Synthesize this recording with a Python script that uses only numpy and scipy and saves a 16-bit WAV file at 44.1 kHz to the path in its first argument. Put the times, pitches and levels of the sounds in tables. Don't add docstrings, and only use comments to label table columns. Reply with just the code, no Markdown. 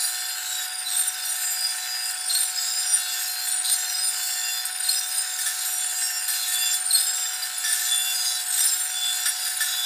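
import sys
import numpy as np
from scipy import signal
from scipy.fft import rfft, irfft, next_fast_len
from scipy.io import wavfile
from scipy.ndimage import uniform_filter1d, map_coordinates

SR = 44100
rng = np.random.default_rng(int(sys.argv[2]) if len(sys.argv) > 2 else 0)


def persist_wave(psi):
    counts = np.round(np.clip(psi, -1, 1) * 32767).astype(np.int16)
    wavfile.write(sys.argv[1], SR, np.atleast_2d(counts).T)


N = 434385
BUZZ_HZ, TOP_HZ = 119.75, 15520

# time in seconds, level in dB.
CHATTER_LEVELS = [(0, -34.5), (.45, -38.5), (1.3, -35.5), (2, -38), (2.75, -33), (3.3, -36), (4.05, -34),
                  (4.55, -36.5), (5.5, -33.5), (6.2, -39), (6.32, -32), (6.7, -33.5), (7.4, -37.5),
                  (7.8, -32), (8.35, -34), (9.1, -33.5), (9.5, -35), (9.85, -34)]
# frequency in Hz, relative level in dB.
HOUSING_SPECTRUM = [(300, -31), (480, -23), (640, -12.5), (1150, -12), (1300, -7.5), (1520, 4),
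                    (1680, -4.5), (1780, 6), (1880, -4.5), (2350, -6), (2800, -1.5), (3300, -7.5),
                    (5000, -39)]
STEEL_SPECTRUM = [(2600, -40), (3300, -5.5), (3550, 5.5), (4250, 5.5), (4500, 1.5), (4950, 4), (5350, 4),
                  (5750, -5), (6150, -3), (6900, 5), (7600, -1), (8500, -16), (9900, -29), (11000, -48)]
HISS_SPECTRUM = [(5000, -43), (7500, 6.5), (8600, 6.5), (9300, 1), (9550, 0), (9900, 1.5), (10400, 3.5),
                 (11800, 0), (12900, 7.5), (13500, -1), (13950, 2.5), (14500, 3), (15000, -0.5),
                 (15600, -3)]
# frequency in Hz, nominal width in Hz, free level in dB,
# loaded level in dB, fractional frequency shift under load.
BLADE_MODES = [(3457, 23, -46.5, -43.5, .048), (4872, 37, -41, -38.5, .043), (5606, 33, -46, -43, .038),
               (7287, 55, -44.5, -34.5, 0.031), (7940, 64, -43, -41, 0.049), (9008, 69, -33.5, -36.5, .01),
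               (9840, 44, -45, -44.5, -0.05), (14100, 90, -52, -44, .028), (14950, 70, -52, -51, .01)]
# harmonic number, level in dB.
FAVOURED_HARMONICS = [(13, -55.5), (15, -53), (23, -50), (29, -47.5), (35, -50), (41, -43.5), (46, -52.5),
                      (48, -52), (54, -52), (58, -49), (59, -54), (61, -42), (62, -46.5), (68, -52),
                      (76, -44.5), (107, -48)]
# start and end in seconds, harmonic number, level in dB.
SINGING_SPELLS = [(1.23, 1.36, 48, -39), (1.39, 1.577, 61, -30.5), (1.363, 1.566, 107, -34),
                  (1.405, 1.568, 68, -32), (1.607, 1.724, 41, -28), (1.865, 2.087, 41, -31.5),
                  (2.712, 2.854, 42, -32.5), (2.656, 2.9, 62, -31.5), (2.873, 2.984, 48, -30.5),
                  (2.886, 2.964, 76, -22.5), (3.05, 3.3, 68, -38), (3.087, 3.36, 107, -39),
                  (3.166, 3.345, 46, -37), (2.95, 3.2, 29, -38), (3.267, 3.49, 35, -35.5),
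                  (3.92, 4.09, 42, -31.5), (4.023, 4.117, 76, -25), (4.297, 4.554, 61, -34.5),
                  (4.436, 4.526, 23, -40), (4.444, 4.647, 41, -32), (5.68, 5.82, 48, -36),
                  (5.947, 6.096, 68, -31), (6.017, 6.21, 46, -32.5), (6.07, 6.27, 23, -42),
                  (6.522, 6.737, 29, -30.5), (6.56, 6.747, 23, -38), (6.45, 6.72, 107, -35),
                  (7.133, 7.287, 62, -30.5), (7.876, 8.125, 29, -27), (7.826, 8.196, 59, -35.5),
                  (8.123, 8.374, 41, -32), (8.157, 8.36, 54, -33), (8.953, 9.14, 29, -29.5),
                  (9.69, 9.894, 29, -31.5)]
# times of first touch, backbone and exit in seconds, lowest squeal pitch in Hz,
# levels of squeal, bone and tearing in dB.
SLICES = [(0.658, .94, 1.17, 8090, -27.5, -29, -30.5), (2.111, 2.351, 2.46, 8380, -27.5, -27.5, -28.5),
          (3.5, 3.7, 3.76, 8280, -31, -26, -29.5), (4.69, 4.89, 5.2, 8660, -26.5, -33, -31),
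          (6.78, 6.952, 7.14, 8370, -25.5, -30, -30), (8.41, 8.565, 8.74, 7950, -26.5, -32.5, -27)]
# frequency in Hz, relative level in dB.
BONE_SPECTRUM = [(1200, -49), (2800, -45), (3400, -11), (3750, -6.5), (4250, -9), (4600, -13),
                 (5500, -19.5), (7000, -17), (9000, -40)]
FLESH_SPECTRUM = [(2000, -60), (4500, -18), (7000, -14), (8600, 10), (9600, -8), (10400, -4), (11600, -3),
                  (12400, 0), (13300, -3), (14400, 0), (15500, -10.5)]
# time in seconds, level in dB, pitch in Hz, length in seconds.
CATCHES = [(0.051, -25.5, 4830, 0.0095), (0.053, -26, 9670, 0.047), (0.874, -28.5, 3980, 0.026),
           (1.003, -19.5, 8800, 0.024), (1.082, -19, 9110, 0.01), (2.309, -22.5, 4200, 0.014),
           (2.363, -24.5, 4300, 0.019), (2.412, -19, 8870, 0.0095), (2.439, -24, 9200, 0.014),
           (3.686, -27.5, 4030, 0.026), (3.729, -18, 8920, 0.023), (4.854, -31, 4170, 0.013),
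           (4.894, -18, 4300, 0.01), (6.748, -25, 10020, 0.007), (6.913, -17, 4160, 0.007),
           (6.95, -17.5, 8420, 0.036), (6.954, -18, 4250, 0.014), (7.432, -25.5, 4760, 0.012),
           (7.584, -24, 9640, 0.009), (8.662, -20.5, 9520, 0.03), (9.293, -22.5, 9760, 0.013),
           (9.574, -22.5, 9690, 0.009)]
# start in seconds, ring and spray levels in dB, decay in seconds.
SCRAP_HITS = [(.03, -35.5, -29.5, 0.1), (.615, -34, -36, 0.069), (1.25, -40, -26, 0.041),
              (1.41, -43, -32, 0.055), (3.4, -52, -43, .05), (4.65, -39, -22, 0.016),
              (5.388, -25.5, -23, 0.016), (5.459, -26, -30, 0.061), (5.651, -37, -26, 0.032),
              (6.279, -28.5, -23, .07), (6.738, -44, -23.5, 0.021), (7.33, -34, -30, 0.034),
              (7.43, -35, -31, .05), (7.638, -25.5, -35, 0.15), (9.256, -18, -22, 0.027),
              (9.284, -41, -37, .04), (9.45, -28.5, -35, 0.054), (9.605, -23, -23, 0.046)]
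# frequency in Hz, width in Hz, relative gain in dB.
SAW_MODES = [(1480, 103, 6), (1758, 28, 15), (2160, 190, -2.5), (3490, 140, 7), (4930, 350, 5),
             (5770, 61, 10.5), (8950, 36, 14.5), (9870, 130, 7.5), (14500, 250, -12)]
# frequency in Hz, level in dB.
MOTOR_TONES = [(157, -84), (370, -75), (435, -79.5), (740, -48.5), (839, -73.5), (893, -57), (1046, -61),
               (1327, -53), (1480, -51.5), (1609, -50.5), (2220, -56)]
# frequency in Hz, time to fall 60 dB in seconds.
REVERB_TIMES = [(300, 0.25), (3000, 0.44), (12000, 0.15)]
# frequency in Hz, relative level in dB.
AIR_SPECTRUM = [(20, -4.5), (90, -5), (150, -9.5), (400, -6), (700, -45)]


def blade_rasp(turns, free, load, muffled, level, housing_db=-40, steel_db=-0.5, hiss_db=-0.23):
    swing = level - level.mean()
    housing_level = housing_db + 0.15 * swing + 0.5 * load
    hiss_level = hiss_db + level.mean() + 0.54 * swing - 5 * muffled + 1.8 * wobble(11)
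    grain = amp(1.52 * (1.94 - free) * wobble(350))
    rattle = amp(2.1 * wobble(130))

    def drive(buzz_share):
        share = buzz_share * free
        return np.sqrt(share) * tooth_buzz(turns) + np.sqrt(1 - share) * rng.standard_normal(N)

    housing = unit(rattle * coloured(drive(0.32), HOUSING_SPECTRUM))
    steel = unit(grain * coloured(patchy(drive(0.52)), STEEL_SPECTRUM))
    hiss = unit(grain * coloured(patchy(drive(0.52)), HISS_SPECTRUM))
    return amp(housing_level) * housing + amp(level + steel_db) * steel + amp(hiss_level) * hiss


def tooth_buzz(turns, shapes=5, size=4096):
    out = np.zeros(N)
    for _ in range(shapes):
        real, imag = rng.standard_normal((2, int(TOP_HZ / BUZZ_HZ) + 1))
        cycle = unit(irfft(real + 1j * imag, size))
        out += wobble(5) * np.interp(turns % 1 * size, np.arange(size), cycle)
    power = np.abs(uniform_filter1d(out ** 2, size=2048))
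    return out / np.sqrt(power + 1e-6)


def chatter_level(muffled, muffle_db=1.5, unsteady_db=1.12):
    times, levels = np.transpose(CHATTER_LEVELS)
    return np.interp(clock(), times, levels) - muffle_db * muffled + unsteady_db * wobble(11)


def blade_ring(free, load, level, damping=0.067, wander_db=5.5, broken_db=3):
    out = np.zeros(N)
    for centre, width, free_db, load_db, shift in BLADE_MODES:
        narrow = filtered(rng.standard_normal(N), lambda hz: resonance(hz, centre, 2 * width) ** 2)
        tightened = map_coordinates(narrow, [np.cumsum(1 + shift * load) % (N - 1)], order=3)
        mode = unit(tightened * amp(wander_db * soft_wobble(7.9) + broken_db * load * wobble(25)))
        free_gain = amp(free_db) * (1 - load) * (1 - damping * (1 - free))
        out += mode * (free_gain + amp(load_db) * load)
    grain = unit(amp(0.5 * wobble(200)))
    return out * amp(0.8 * (level - level.mean())) * grain


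def blade_singing(turns, free, load, level, swell_db=6, edge_db=7, sideband_db=-15):
    out, t = np.zeros(N), clock()
    flutter, slip = amp(3.3 * wobble(45)), 0.02 * wobble(60)

    def harmonic(number, near):
        shifted = (near + rng.integers(N)) % N
        phase = 2 * np.pi * (number * turns[near] + slip[shifted] + rng.random())
        throb = 1 + 2 * amp(sideband_db) * np.cos(2 * np.pi * (turns[near] + rng.random()))
        return flutter[shifted] * throb * np.sqrt(2) * np.sin(phase)

    for number, db in FAVOURED_HARMONICS:
        swell = unit(amp(swell_db * soft_wobble(6)))
        out += amp(db) * swell * harmonic(number, np.arange(N))
    out *= free * (1 - load) * amp(level - level.mean())
    for start, end, number, db in SINGING_SPELLS:
        distance = np.abs((2 * t - start - end) / (end - start))
        near = np.flatnonzero(distance < 2)
        out[near] += amp(db - 1 - edge_db * distance[near] ** 3) * harmonic(number, near)
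    return out


def feed(relax_s=0.42, grip_s=0.02, tighten_s=0.1, lag_s=0.05):
    t, free, load, muffled = clock(), np.ones(N), np.zeros(N), np.zeros(N)
    for touch, bone, leave, *_ in SLICES:
        entry = (t - touch) / grip_s
        free *= 1 - np.clip(entry, 0, 1) * np.clip((leave - t) / grip_s + 0.5, 0, 1)
        since_peak = t - bone - lag_s
        tight = np.clip(since_peak / tighten_s + 1, 0, 1)
        load += tight * np.exp(-(np.maximum(since_peak, 0) / relax_s) ** 2)
        muffled += np.clip(entry / 2, 0, 1) * np.clip(1 - 2 * tight, 0, 1)
    return free, load, muffled


def crunch(lead_s=0.071, attack_s=0.029, bone_s=0.2, build_s=0.11, ease_s=0.12, release_s=0.024):
    t, cracking, tearing = clock(), np.zeros(N), np.zeros(N)
    for _, bone, leave, _, _, bone_db, flesh_db in SLICES:
        near = (t > bone - lead_s) & (t < leave)
        age = t[near] - bone + lead_s
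        cracking[near] += amp(bone_db - 5) * np.minimum(age / attack_s, 1) * np.exp(-(age / bone_s) ** 4)
        swell = np.sqrt(np.minimum(age / build_s, 1)) * np.exp(-np.maximum(age - build_s, 0) / ease_s)
        tearing[near] += amp(flesh_db + 0.8) * swell * np.minimum((leave - t[near]) / release_s, 1)
    grit = amp(5 * soft_wobble(220))
    crack, flesh, housing = (coloured(grit * rng.standard_normal(N), spectrum)
                             for spectrum in (BONE_SPECTRUM, FLESH_SPECTRUM, HOUSING_SPECTRUM))
    return cracking * crack + tearing * (flesh + amp(-13) * housing)


def squeal(loose_hz=9750.0, loose_db=-17, press_s=0.16, release_s=0.08, linger_s=0.06, fade_s=0.023):
    t, envelope, pitch = clock(), np.zeros(N), np.full(N, loose_hz)
    for touch, bone, leave, lowest_hz, db, *_ in SLICES:
        near = (t > touch) & (t < leave + linger_s)
        s = t[near]
        pressure = np.exp(-np.maximum((bone - s) / press_s, (s - bone) / release_s))
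        pitch[near] += (lowest_hz - loose_hz) * pressure
        contact = np.clip(np.minimum(s - touch, leave + linger_s - s) / fade_s, 0, 1)
        exit_db = 2.5 * np.tanh((s - bone) / release_s)
        envelope[near] += contact * amp(db - 1.5 + loose_db * (1 - pressure) ** 3 + exit_db)
    hz = pitch * (1 + 0.016 * wobble(750))
    partials = tone(hz) + amp(-23) * tone(hz / 2) + amp(-19) * tone(1.5 * hz)
    stutter = amp(6 * soft_wobble(140))
    return envelope * unit(stutter * partials)


def squeaks(jitter_hz=85, octave_above_hz=7000, reach_s=0.06):
    out, t = np.zeros(N), clock()
    bend, stutter = jitter_hz * wobble(500), unit(amp(1.5 * wobble(250)))
    for s, db, hz, length in CATCHES:
        near = slice(max(round((s - reach_s) * SR), 0), round((s + reach_s) * SR))
        pitch = hz + bend[near]
        fundamental = pitch / 2 if hz > octave_above_hz else pitch
        third = amp(-12) * tone(3 * fundamental)
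        envelope = amp(db - 1) * np.exp(-np.pi / 2 * ((t[near] - s) / length) ** 2)
        out[near] += envelope * (tone(pitch) + third)
    return out * stutter


def scraps(ring_attack_s=0.001, spray_attack_s=0.0027):
    push, flick, age = np.zeros(N + SR), np.zeros(N + SR), np.arange(SR // 2) / SR
    for s, ring_db, spray_db, decay_s in SCRAP_HITS:
        near = slice(round(s * SR), round(s * SR) + len(age))
        decay = np.exp(-age / decay_s)
        push[near] += amp(ring_db) * (1 - np.exp(-age / ring_attack_s)) * decay
        flick[near] += amp(spray_db) * (1 - np.exp(-age / spray_attack_s)) * decay
    spray = coloured(rng.standard_normal(N) * amp(wobble(300)), FLESH_SPECTRUM)
    body = lambda hz: sum((-1) ** k * amp(db) * resonance(hz, centre, width)
                          for k, (centre, width, db) in enumerate(SAW_MODES))
    ringing = unit(filtered(rng.standard_normal(N), body))
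    return push[:N] * ringing + flick[:N] * spray


def motor(waver_db=0.83, drift=0.000712):
    speed = 1 + drift * wobble(3)
    return sum(amp(db + waver_db * wobble(7)) * tone(hz * speed) for hz, db in MOTOR_TONES)


def kitchen_echo(x):
    hz, t, noise = signal.stft(rng.standard_normal(SR // 3), SR, nperseg=256)
    decay = amp(-60 * t / along(REVERB_TIMES, hz)[:, None])
    tail = signal.istft(noise * decay, SR, nperseg=256)[1]
    return signal.fftconvolve(x, tail / np.linalg.norm(tail))[:N]


def room_air(db=-77):
    return amp(db) * coloured(rng.standard_normal(N), AIR_SPECTRUM)


def amp(db):
    return 10 ** (db / 20)


def unit(x):
    return x / np.sqrt(np.mean(x ** 2) + 1e-20)


def clock():
    return np.arange(N) / SR


def along(points, hz):
    freqs, values = np.transpose(points)
    return np.interp(np.log(hz + 1), np.log(freqs + 1), values)


def wobble(rate):
    coarse = np.arange(0, N + 32, 32)
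    knots = rng.standard_normal(int(N * rate / SR) + 4)
    curve = map_coordinates(knots, [coarse * rate / SR], mode="nearest")
    return np.interp(np.arange(N), coarse, curve)


def soft_wobble(rate):
    return 2 * np.tanh(wobble(rate) / 2)


def filtered(x, response):
    size = next_fast_len(N + SR // 4)
    return irfft(rfft(x, size) * response(np.fft.rfftfreq(size, 1 / SR)), size)[:N]


def coloured(x, spectrum):
    return unit(filtered(x, lambda hz: amp(along(spectrum, hz))))


def patchy(x, depth_db=5, bins=3, frames=22):
    bands = signal.stft(x, nperseg=1024)[2]
    field = uniform_filter1d(rng.standard_normal(bands.shape), bins, axis=0)
    field = uniform_filter1d(field, frames, axis=1)
    return signal.istft(bands * amp(depth_db * unit(field)), nperseg=1024)[1][:N]


def resonance(hz, centre, width):
    return 1j * hz * width / (centre ** 2 - hz ** 2 + 1j * hz * width)


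def tone(hz):
    return np.sqrt(2) * np.sin(2 * np.pi * (np.cumsum(hz) / SR + rng.random()))


def scene(sag=0.0015, drift=0.000286, echo_db=-12):
    free, load, muffled = feed()
    level = chatter_level(muffled)
    turns = np.cumsum(BUZZ_HZ * (1 - sag * load + drift * wobble(5))) / SR
    running = motor() + blade_rasp(turns, free, load, muffled, level)
    running += blade_ring(free, load, level) + blade_singing(turns, free, load, level)
    cutting = crunch() + squeal() + squeaks() + scraps()
    return (running + cutting + room_air() + amp(echo_db) * kitchen_echo(cutting))[None]


def record(dry):
    return filtered(dry[0], lambda hz: hz < TOP_HZ)[None]


dry = scene()
out = record(dry)
persist_wave(out)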